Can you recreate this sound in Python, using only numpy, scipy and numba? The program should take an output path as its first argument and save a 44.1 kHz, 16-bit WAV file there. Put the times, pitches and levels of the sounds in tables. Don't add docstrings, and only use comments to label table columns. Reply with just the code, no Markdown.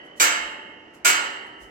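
import sys
import numpy as np
from scipy import signal
from scipy.io import wavfile
from scipy.ndimage import uniform_filter1d
from numba import njit

SR = 44100
rng = np.random.default_rng(int(sys.argv[2]) if len(sys.argv) > 2 else 0)


def convert_level_to_amplitude(level_db):
    exponent = np.asarray(level_db, float) / 20
    return 10 ** exponent


def generate_wav(sig):
    pcm = np.round(np.clip(np.atleast_2d(sig).T, -1, 1) * 32767).astype(np.int16)
    wavfile.write(sys.argv[1], SR, pcm)


N = 74970

# start_s, level_db, rattle_hold_s, tread_number
LANDINGS = [
    (-.65, -8.5, 0.034, 2),
    (.1975, -14.5, 0.051, 0),
    (1.0465, -14.5, .055, 1),
]
# pitch_hz, left_db, right_db, ring_t60_s
FRAME_A = [(218, -62, -63, 2.0), (249, -56, -58, 2.0), (307, -46, -43, 1.6), (396, -45, -42, 1.4),
           (503, -41, -35, .75), (589, -49, -50, 2.0), (695, -38, -32, .8), (881, -42, -46, 2.0),
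           (1244, -31, -27, 0.74), (1290, -38, -35, .8), (1382, -28, -20, 0.74), (1567, -20, -21, 0.68),
           (1651, -49, -48, 2.0), (1686, -33, -30, .9)]
FRAME_B = [(254, -54, -54, 2.0), (308, -51, -48, 2.0), (349, -57, -56, 2.0), (391, -46, -45, 2.0),
           (565, -42, -38, 1.0), (742, -51, -54, 2.0), (943, -49, -44, 2.0), (1610, -30, -28, .6),
           (1330, -27, -25, .3), (1245, -28, -29, .6), (1312, -33, -40, 1.61), (1420, -18, -14, .58),
           (1494, -29, -30, 0.79), (1585, -26, -28, 0.66)]
# pitch_hz, left_db, right_db, ring_t60_s
FRAME_C = [(285, -52, -49, 2.0), (307, -48, -45, 2.0), (490, -51, -49, 2.0), (587, -46, -44, 2.0),
           (637, -52, -50, 2.0), (803, -49, -47, 2.0), (1567, -51, -49, 2.0), (1663, -46, -43, 2.0),
           (4560, -62, -62, 2.0)]
BARS_C = [(1917, -39, -36, 2.0), (1944, -40, -37, 2.0), (1997, -49, -46, 2.0), (2100, -52, -47, 2.0),
          (2153, -53, -50, 2.0), (2638, -56, -52, 2.0), (2724, -53, -50, 2.0), (2912, -50, -45, 2.0),
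          (2982, -46, -43, 2.0), (3015, -40, -37, 2.0), (3060, -47, -44, 2.0), (3101, -46, -43, 2.0),
          (3203, -58, -55, 2.0)]
# pitch_hz, left_db, right_db, ring_t60_s
BARS_A = [(1759, -33, -31, 1.26), (1834, -42, -29, .68), (1894, -48, -36, 1.46), (1945, -37, -32, 1.6),
          (1916, -45, -41, 2.0), (2095, -38, -31, 1.0), (2151, -31, -23, 1.2), (2258, -25, -16, .5),
          (2658, -38, -30, .88), (2776, -35, -39, 1.15), (2859, -28, -32, 0.89), (2982, -37, -37, 1.5),
          (3016, -38, -32, 1.33), (3073, -35, -31, 1.33)]
BARS_B = [(1780, -40, -36, 1.54), (1918, -45, -37, 2.0), (2011, -43, -42, 2.0), (2020, -40, -40, 1.4),
          (2100, -37, -22, 0.62), (2151, -38, -28, 1.1), (2248, -25, -23, .6), (2522, -32, -23, 0.58),
          (2777, -41, -32, 1.2), (2818, -36, -29, 1.4), (2859, -36, -30, 0.91), (2921, -28, -27, 0.71),
          (3017, -39, -36, 1.74), (3105, -32, -32, 1.04)]
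# pitch_hz, left_db, right_db, ring_t60_s
BRACES_A = [(2606, -49, -45, 2.0), (2633, -41, -32, .9), (2818, -41, -36, 2.0), (4011, -26, -26, .26),
            (2522, -33, -29, .7), (4743, -26, -25, .45), (5752, -25, -25, .36), (5938, -26, -26, .42),
            (5981, -27, -27, .4), (6099, -31, -31, .55), (6481, -35, -35, .5), (4560, -42, -42, .8)]
BRACES_B = [(398, -38, -36, .35), (479, -34, -33, .2), (670, -30, -28, .15), (990, -25, -28, .16),
            (1015, -40, -36, .8), (1686, -30, -28, .8), (2213, -30, -28, .5), (2633, -33, -26, .6),
            (3030, -36, -33, 1.0), (4565, -37, -37, .75), (4899, -34, -34, .5), (5394, -31, -31, .36),
            (6029, -31, -31, .43), (6132, -28, -28, .3)]
RODS_HZ = [2372, 6289, 6810, 7150, 7355, 7387, 7443, 7482, 7698, 7786, 7870, 8003, 8104]
RODS_DB = [-21.5, -20, -27.5, -35.5, -26.5, -26, -24, -28.5, -26.5, -37, -34.5, -34.5, -42.5]
RODS_T60_S = [.3, .4, .2, .3, .28, .3, .25, .22, .55, .35, .35, .3, .3]
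# pitch_hz, level_db
CROWD_LOW = [(180, -39), (650, -17), (1400, -4.5), (2300, -6), (3100, -8.5), (3400, -9.5), (6000, -8.5),
             (6900, -7), (7600, -1)]
CROWD_HIGH = [(7600, -0.5), (8120, -6.5), (8300, -22), (8900, -12.5), (10000, -21), (11500, -11),
              (13000, -22.5), (14600, -11)]
# pitch_hz, ring_t60_s
RING_LOW = [(200, 2), (700, 1.12), (1300, 0.75), (1950, 0.85), (2450, 0.54), (3050, 1.17), (3300, 0.55),
            (4600, 0.49)]
RING_HIGH = [(4600, 0.41), (5600, 0.37), (7800, 0.32), (8500, 0.29), (16000, 0.15)]
# pitch_hz, left_minus_right_db
STEEL_PAN = [(200, -2), (600, 0), (2000, -5), (5000, 0.5), (7500, -8), (16000, 1)]
# pitch_hz, level_db
HUM = [(30, -27.5), (55, -19.5), (85, -16.5), (200, -12.5), (310, -2), (480, -10), (1000, -19), (2000, -19)]
# pitch_hz, side_share
HUM_SIDE = [(40, 0.62), (70, .45), (110, .1), (320, 0.15), (600, 1)]
# pitch_hz, left_minus_right_db
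HUM_PAN = [(55, -11.5), (110, 0.5), (300, -2.0)]
# start_s (moment of the peak), level_db, rise_s (before it), fall_s (after it)
SCUFFS = [
    (.065, -68, 0.029, 0.021),
    (.18, -55.5, .015, 0.082),
    (.51, -62, 0.011, 0.024),
    (.95, -59, .012, 0.029),
    (1.25, -52.5, .015, 0.012),
    (1.47, -66, .015, 0.038),
    (1.63, -58, 0.028, .04),
]
# start_s (moment of the peak), level_db, length_s (rise and fall alike), pitch_hz
BUMPS = [
    (.44, -61, .07, 45),
    (1.15, -62, .08, 50),
    (1.655, -57, .04, 56),
    (.99, -58, .015, 330),
]

RING_LENGTH = int(2.4 * SR)
LAG_S = 0.000407


def curve(table, hz):
    points = np.array(table)
    return np.interp(np.log(hz), np.log(points[:, 0]), points[:, 1])


def two_part(low, high, hz):
    return np.where(hz < high[0][0], curve(low, hz), curve(high, hz))


def band(x, hz, width_hz):
    return signal.lfilter(*signal.iirpeak(min(hz, .45 * SR), hz / width_hz, fs=SR), x)


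def unit(x):
    return x / np.sqrt(np.mean(x ** 2))


@njit
def ring(hz, t60, left, right, start, length):
    out = np.zeros((2, length))
    for m in range(len(hz)):
        turn = np.exp(2j * np.pi * hz[m] / SR - np.log(1000) / (t60[m] * SR))
        z = 1. + 0j
        for i in range(start[m], min(length, int(1.2 * t60[m] * SR) + start[m])):
            out[0, i] += (left[m] * z).imag
            out[1, i] += (right[m] * z).imag
            z *= turn
    return out


def two_microphones(hz, db, pan_db, alike, luck):
    alike = np.clip(alike, 0, 1)
    shared, other = np.exp(2j * np.pi * luck[:, 0]), np.exp(2j * np.pi * luck[:, 1])
    delay = np.exp(-2j * np.pi * hz * LAG_S * np.clip(hz / 1300, 0, 1) ** 2)
    left = np.sqrt(alike) * shared * delay + np.sqrt(1 - alike) * other
    return convert_level_to_amplitude(db + pan_db / 2) * left, convert_level_to_amplitude(db - pan_db / 2) * shared


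def rattle(hold_s):
    rise_s, release_s = 0.0013, 0.0095
    t = np.arange(int(.2 * SR)) / SR
    release = 1 + np.exp(np.clip((t - hold_s) / release_s, -30, 30))
    shape = (1 - np.exp(-t / rise_s)) / release
    clicks = rng.standard_normal((2, len(t))) * convert_level_to_amplitude(1.8 * rng.exponential(size=len(t)))
    return convert_level_to_amplitude(-4) * band(shape * unit(clicks), 3800, 10000)


def crowd(hold_s):
    count, lowest_hz, highest_hz = 1700, 160, 16200
    luck, scatter = rng.random((count, 4)), rng.standard_normal((count, 2))
    place = (np.arange(count) + luck[:, 2]) / count
    hz = lowest_hz + (highest_hz - lowest_hz) * place ** 1.5
    t60 = two_part(RING_LOW, RING_HIGH, hz) * np.exp(0.42 * np.tanh(scatter[:, 1]))
    db = -21 + two_part(CROWD_LOW, CROWD_HIGH, hz) + 2.5 * scatter[:, 0]
    start = ((.002 + hold_s * luck[:, 3] ** 2.2) * SR).astype(np.int64)
    alike = 0.054 + np.exp(-(hz / 330) ** 4)
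    left, right = two_microphones(hz, db, curve(STEEL_PAN, hz), alike, luck)
    return ring(hz, t60, left, right, start, RING_LENGTH)


def clank(t):
    side = convert_level_to_amplitude(np.array([[-9.], [0]]))
    note = convert_level_to_amplitude(1) * np.sin(2 * np.pi * 2290 * t) * convert_level_to_amplitude(-60 * t / .045)
    return side * note * (1 - np.exp(-t / 0.0029))


def tread(number):
    lines_db, low_lines_db, twin_db, split_hz, swell_s = 15, 4, -9.5, 5.496, 0.0074
    parts = ((FRAME_A, BARS_A, BRACES_A), (FRAME_B, BARS_B, BRACES_B), (FRAME_C, BARS_C))[number]
    own_hz, left_db, right_db, own_t60 = np.vstack(parts).T
    hz, t60 = np.r_[own_hz, RODS_HZ], np.r_[own_t60, RODS_T60_S]
    slow_frame = (hz < 1000) * (t60 > 1.5)
    db = np.r_[(left_db + right_db) / 2, RODS_DB] + lines_db + low_lines_db * slow_frame
    pan_db = np.r_[left_db - right_db, curve(STEEL_PAN, np.array(RODS_HZ))]
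    luck = rng.random((3 * len(hz), 3))
    twin = np.repeat([0, -1, 1], len(hz))
    hz, t60, db, pan_db = (np.tile(v, reps=3) for v in (hz, t60, db, pan_db))
    hz = hz + twin * split_hz * (0.29 + luck[:, 2]) * np.sqrt(hz / 2000)
    alike = np.where(twin, .2, np.where(hz < 450, .97, .7))
    left, right = two_microphones(hz, db + twin_db * np.abs(twin), pan_db, alike, luck)
    lines = ring(hz, t60, left, right, 0 * twin, RING_LENGTH)
    t = np.arange(RING_LENGTH) / SR
    return lines * (1 - np.exp(-t / swell_s)) + clank(t)


def walls(x):
    t60_s, delay_s, top_hz = 0.56, 0.0035, 5640
    t = np.arange(SR) / SR
    echo = band(rng.standard_normal((2, SR)), top_hz / 4, top_hz) * convert_level_to_amplitude(-60 * t / t60_s)
    echo = echo * (1 - np.exp(-(t / delay_s) ** 2))
    echo = echo / np.linalg.norm(echo[0])
    return x + convert_level_to_amplitude(-14) * signal.fftconvolve(x, echo, axes=1)[:, :x.shape[1]]


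def landings():
    lead = SR
    near, wide = np.zeros((2, N + 4 * SR)), np.zeros((2, N + 4 * SR))
    for start_s, db, hold_s, number in LANDINGS:
        at = lead + int(start_s * SR)
        crash = rattle(hold_s)
        wide[:, at:at + RING_LENGTH] += convert_level_to_amplitude(db) * crowd(hold_s)
        wide[:, at:at + crash.shape[1]] += convert_level_to_amplitude(db) * crash
        near[:, at:at + RING_LENGTH] += convert_level_to_amplitude(db) * tread(int(number))
    return (walls(wide) + near)[:, lead:lead + N]


def walk(rate_hz):
    k = int(SR / rate_hz)
    stairs = np.repeat(rng.standard_normal(N // k + 1), k)
    return unit(uniform_filter1d(uniform_filter1d(stairs, k), k)[:N])


def narrow_noise(hz, width_hz):
    return unit(band(band(rng.standard_normal(N), hz, width_hz), hz, width_hz))


def outdoors():
    out, slow = 0, walk(0.35)
    for hz in 30 * 2 ** np.arange(0, 6.3, .5):
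        mid, side = narrow_noise(hz, hz / 2), narrow_noise(hz, hz / 2)
        db = curve(HUM, hz) + 10 * np.log10(hz) + 2.1 * slow + 0.87 * walk(31)
        pan_db = curve(HUM_PAN, hz) * np.array([[.5], [-.5]])
        late = np.roll(mid, int(0.0024 * SR * (hz < 70)))
        both = np.array([late, mid]) + curve(HUM_SIDE, hz) * side * np.array([[1], [-1]])
        out = out + convert_level_to_amplitude(db + pan_db) * both
    hiss = rng.standard_normal((2, N))
    for _ in range(3):
        hiss = band(hiss, 5200, 4000)
    return convert_level_to_amplitude(-50) * unit(out) + convert_level_to_amplitude(-74.5) * unit(hiss)


def swell(start_s, rise_s, fall_s):
    t = np.arange(N) / SR - start_s
    return np.where(t < 0, np.exp(-(t / rise_s) ** 2), np.exp(-np.abs(t) / fall_s))


def scuffs():
    grit = rng.standard_normal((2, N)) * convert_level_to_amplitude(0.89 * rng.exponential(size=N))
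    grit = unit(band(grit, 6500, 5000))
    grit = grit + convert_level_to_amplitude(-32) * unit(band(grit, 12000, 6000))
    return grit * sum(convert_level_to_amplitude(db) * swell(s, rise, fall) for s, db, rise, fall in SCUFFS)


def bumps():
    out = 0
    for start_s, db, length_s, hz in BUMPS:
        out = out + convert_level_to_amplitude(db) * swell(start_s, length_s, length_s) * narrow_noise(hz, 0.24 * hz)
    return convert_level_to_amplitude(np.array([[-4.], [1.5]])) * out


def scene():
    return landings() + outdoors() + scuffs() + bumps()


def top_cut(x):
    return signal.sosfilt(signal.butter(12, 16290, fs=SR, output="sos"), x)


def record(dry):
    rounded = dry / (1 + (dry / 1.05) ** 6) ** (1 / 6)
    mix = signal.sosfilt(signal.ellip(12, .2, 90, 16000, fs=SR, output="sos"), rounded)
    return top_cut(mix)


dry = scene()
out = record(dry)
generate_wav(out)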